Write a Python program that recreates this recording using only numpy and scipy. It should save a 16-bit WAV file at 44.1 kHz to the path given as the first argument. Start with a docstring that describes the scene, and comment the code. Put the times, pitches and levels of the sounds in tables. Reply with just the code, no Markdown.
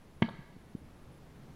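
"""Breeze, far rumble and a thin insect hiss run throughout, as random noise shaped in bands.
A thrown axe bites into a log round some metres away: quick pushes ring the wood's modes, with an edge tick and a snap.
Splintering fibres and then the rattling handle ring the same modes in short noise bursts.
Posts, a shed and trees return the blow as echoes and a scattered tail, by convolution with an impulse response.
Later dull knocks, each a brief swing of pressure: first a faint, inverted far echo of the blow, then low thuds."""
import sys
import numpy as np
from scipy import signal
from scipy.fft import rfft, irfft, next_fast_len
from scipy.io import wavfile
from scipy.ndimage import uniform_filter1d

SR = 44100
rng = np.random.default_rng(int(sys.argv[2]) if len(sys.argv) > 2 else 0)


def wav_out(sig):
    """Save sig, one row per channel (or a flat mono array), as 16-bit PCM at SR to the path in sys.argv[1]."""
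    wavfile.write(sys.argv[1], SR, np.round(np.clip(np.atleast_2d(sig).T, -1, 1) * 32767).astype(np.int16))


def nominal_scale(level):
    """Amplitude ratio for a level in decibels (scalar or array-like)."""
    x = np.asarray(level, float) / 20
    return 10 ** x


N = 68355
T = np.arange(N) / SR  # seconds


def convolve(a, b):
    """Linear superposition: convolution by way of spectra, cut to the scene's length."""
    size = next_fast_len(2 * N)
    return irfft(rfft(a, size) * rfft(b, size), size)[:N]


def band(x, hz, octaves):
    """Zero-phase filtering by a bell-shaped gain on a log-frequency axis."""
    f = np.fft.rfftfreq(len(x), 1 / SR) + 1
    gain = np.exp(-2 * (np.log2(f / hz) / octaves) ** 2)
    return irfft(rfft(x) * gain, len(x))


def fade(start, t60):
    """Exponential decay, falling 60 dB in t60 seconds; silent before start."""
    return (T >= start) * np.exp(-np.log(1000) * np.maximum(T - start, 0) / t60)


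def rise_and_fade(start, rise, t60):
    """Exponential build-up with time constant rise (s), multiplied by an exponential decay."""
    return fade(start, t60) * (1 - fade(start, rise * np.log(1000)))


def unit(x):
    """Energy normalisation: the squares sum to 1."""
    return x / np.sqrt(np.sum(x ** 2))


def walk(rate):
    """Slow random modulation: levels held 1 / rate seconds, smoothed twice, standard deviation 1."""
    k = int(SR / rate)
    held = np.repeat(rng.standard_normal(N // k + 1), k)
    smooth = uniform_filter1d(uniform_filter1d(held, k), k)[:N]
    return smooth / np.std(smooth)


def air():
    """Broadband noise of breeze and rumble: half-octave bands swell together, and flicker more at the low end."""
    # Spectrum of the breeze and rumble. Each row: frequency in Hz, relative density in dB per Hz.
    spectrum = np.array([(2.9, -51), (5.0, 0.5), (21, 0.5), (43, -9.5), (71, -3), (107, -7.5), (144, -2),
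                         (195, -8), (231, -7.5), (518, -16.5), (751, -20), (1570, -26), (6680, -40),
                         (10300, -44), (15500, -45)])
    level_db, swell_db, swell_hz = -54, 0.78, 0.68
    flicker_db, flicker_hz, steady_above_hz = 1.06, 20.45, 2600
    f = np.fft.rfftfreq(N, 1 / SR) + 1
    density_db = np.interp(np.log(f), np.log(spectrum[:, 0]), spectrum[:, 1])
    noise = irfft(rfft(rng.standard_normal(N)) * nominal_scale(density_db), N)
    swell = swell_db * walk(swell_hz)
    out = 0
    for hz in 5 * 2 ** np.arange(0, 12.1, .5):
        flicker = flicker_db * walk(flicker_hz) / (1 + hz / steady_above_hz)
        out = out + nominal_scale(swell + flicker) * band(noise, hz, 0.97)
    return out * nominal_scale(level_db) / np.sqrt(np.mean(out ** 2))


def insects():
    """Amplitude-modulated narrow-band noise: a far, thin insect hiss that flickers unevenly."""
    centre_hz, octaves, level_db = 10360, .17, -83
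    flicker_db, flicker_hz = 3, 45.4
    hiss = band(rng.standard_normal(N), centre_hz, octaves) * nominal_scale(flicker_db * walk(flicker_hz))
    return nominal_scale(level_db) * hiss / np.std(hiss)


def blade_pushes():
    """Impulsive excitation: the blade goes in by jerks, and a longer push is a duller force."""
    # Jerks of the blade. Each row: start in seconds, level in dB, time constant in ms, direction (+1 or -1).
    pushes = [(0.2195, -5, 0.43, 1), (0.2222, 3, 0.21, -1), (0.2259, -8, 0.15, 1)]
    force = 0
    for start, db, ms, way in pushes:
        tau = ms / 1000
        u = np.maximum(T - start, 0) / tau
        push = u ** 2 / 2 * np.exp(-u) / (tau * SR)  # samples sum to about 1
        force = force + way * nominal_scale(db) * push
    return force


def log_ring(force):
    """Modal synthesis: the force is convolved with decaying sines, then limited at both ends of the spectrum."""
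    # Modes of the log round. Each row: frequency in Hz, level in dB, 60 dB decay time in seconds.
    modes = [(129, -20.5, 0.027), (200, -37.5, 0.086), (231, -22, 0.07), (340.2, -16.5, 0.018),
             (561, -28.5, 0.041), (745, -20.5, 0.011), (921, -24, .026), (1130, -20, 0.014),
             (1650, -19.5, 0.014), (2055, -21, 0.0094), (2187, -27, 0.029), (2380, -35.5, 0.021),
             (2740, -28, 0.0088), (2990, -20, 0.013), (3320, -41, 0.0056), (3700, -45, 0.06),
             (4360, -32, 0.012)]
    radiates_above_hz, dull_above_hz = 123, 5000
    ring = sum(nominal_scale(db) * np.sin(2 * np.pi * hz * T) * fade(0, t60) for hz, db, t60 in modes)
    wood = convolve(force, ring)
    wood = signal.sosfilt(signal.butter(2, radiates_above_hz, "high", fs=SR, output="sos"), wood)
    return signal.sosfilt(signal.butter(4, dull_above_hz, fs=SR, output="sos"), wood)


def edge_tick():
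    """Damped oscillation: the touching edge sounds one high sine that rises and dies quickly."""
    start_s, hz, level_db = .2197, 5820, -46
    rise_s, t60_s = 0.001, 0.013
    return nominal_scale(level_db) * np.sin(2 * np.pi * hz * (T - start_s)) * rise_and_fade(start_s, rise_s, t60_s)


def crack():
    """Decaying band noise: the airborne snap starts at once and dies exponentially."""
    start_s, centre_hz, octaves = .2202, 7000, 1.0
    noise_db, t60_s = -56.5, 0.065  # the level is that of the noise before its band filter
    return nominal_scale(noise_db) * band(rng.standard_normal(N), centre_hz, octaves) * fade(start_s, t60_s)


def splinters():
    """Random impulsive excitation: one-sided noise bursts stand for tiny jerks of fibres, then handle rattle."""
    # Bursts of force. Each row: start in seconds, level in dB before the band filter,
    # 60 dB decay time in seconds, centre in Hz, width in octaves.
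    bursts = [(.2204, -30, 0.00061, 2500, 2.5), (.2225, -10, 0.0013, 1660, 0.63),
              (.2229, -13, 0.00094, 3100, 0.93), (.2230, -12.5, .001, 717, 0.86),
              (.2238, -15, 0.0012, 990, 0.85), (0.2255, -8.5, 0.00069, 2140, 0.84),
              (.2270, -8.5, 0.00098, 2950, 1.1), (.2325, -22, 0.0012, 2200, 1.45),
              (.2400, -30, 0.0025, 3260, 1.1), (0.247, -34, 0.001, 3220, 1.8),
              (.2612, -24.5, .0015, 2600, 1.5), (.2678, -32, 0.001, 1930, 0.62),
              (.2738, -23.5, .002, 3500, 0.49), (.2843, -28.5, 0.00079, 600, 0.79),
              (0.2875, -21.5, 0.0013, 1120, 1.1), (0.2888, -23.5, .001, 560, 0.72),
              (.2905, -20, .002, 3850, 0.36), (.2952, -26, .001, 1300, 0.85)]
    force = 0
    for start, db, t60, hz, octaves in bursts:
        jerks = unit(np.abs(rng.standard_normal(N)) * fade(start, t60))
        force = force + nominal_scale(db) * band(jerks, hz, octaves)
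    return force


def blow():
    """Superposition: pushes and splinters drive the same log, and tick and crack add to its ring."""
    wood = log_ring(blade_pushes() + splinters())
    return wood + edge_tick() + crack()


def surroundings():
    """Impulse response of the place: direct path, echoes smeared by rough faces, and a scattered tail."""
    # Echoes off posts, shed and trees. Each row: delay in seconds, level in dB before the band filter,
    # centre in Hz, width in octaves, smear time constant in ms.
    echoes = [(.0215, -17, 237, 0.98, 0.11), (0.0658, -25.5, 271, 0.74, 1.8), (.086, -31, 220, 1.8, 0.9),
              (0.168, -32.5, 173, 0.95, 0.39)]
    # Scattering by early clutter and far trees. Each row: delay in seconds, rise time constant in seconds,
    # 60 dB decay time in seconds, level in dB before the band filter, centre in Hz, width in octaves.
    scatter = [(0.0027, 0.0048, 0.24, -13, 1400, 5), (0.0095, 0.0077, 0.27, -3.5, 4700, 0.47),
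               (0.064, 0.025, 0.75, -19, 1300, 2.4), (0.093, 0.009, 1.04, -16.5, 1680, 0.24),
               (0.065, 0.024, 1.1, -22, 2100, 0.44), (0.027, 0.01, 0.49, -1, 1350, 0.17),
               (0.094, 0.041, .7, -10, 4500, 0.44), (0.05, 0.0073, .4, -20, 430, 0.93),
               (0.043, 0.021, 0.53, -14, 148, 0.5)]
    out = (np.arange(N) == 0) * 1.  # direct path
    for delay, db, hz, octaves, ms in echoes:
        smear = fade(delay, ms / 1000 * np.log(1000))
        face = unit(np.abs(rng.standard_normal(N)) ** 3 * smear)  # cubing favours a few strong reflections
        out = out + nominal_scale(db) * band(face, hz, octaves)
    for delay, rise, t60, db, hz, octaves in scatter:
        tail = unit(rng.standard_normal(N) * rise_and_fade(delay, rise, t60))
        out = out + nominal_scale(db) * band(tail, hz, octaves)
    return out


def knocks():
    """Gaussian-windowed oscillation: each soft swing of pressure is sharpened by a second harmonic."""
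    # A faint, inverted far echo of the blow, then low thuds. Each row: centre in seconds,
    # level of the fundamental in dB, frequency in Hz, standard deviation of the swell in cycles,
    # direction (+1 or -1).
    thuds = [(0.5671, -43, 225, 0.45, -1), (0.7526, -28, 186, 0.41, 1), (0.8188, -43.5, 169, 0.23, 1)]
    lean_rad, harmonic_db = 0.54, -14.5  # phase at the centre; second harmonic against the fundamental
    out = 0
    for centre, db, hz, cycles, way in thuds:
        phase = 2 * np.pi * hz * (T - centre) + lean_rad
        swing = np.sin(phase) + nominal_scale(harmonic_db) * np.sin(2 * phase)
        swell = np.exp(-.5 * ((T - centre) * hz / cycles) ** 2)
        out = out + way * nominal_scale(db) * swing * swell
    return out


def scene():
    """Superposition of air, insects, the blow in its surroundings, and the knocks, in one channel."""
    blow_in_place = convolve(blow(), surroundings())
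    return (air() + insects() + blow_in_place + knocks())[None]


def low_pass(x):
    """Removes everything above the highest recorded frequency."""
    return signal.sosfilt(signal.butter(12, 15640, fs=SR, output="sos"), x)


def record(dry):
    """Identity up to the last stage: the mix goes on at unchanged level."""
    return low_pass(dry)


dry = scene()
out = record(dry)
wav_out(out)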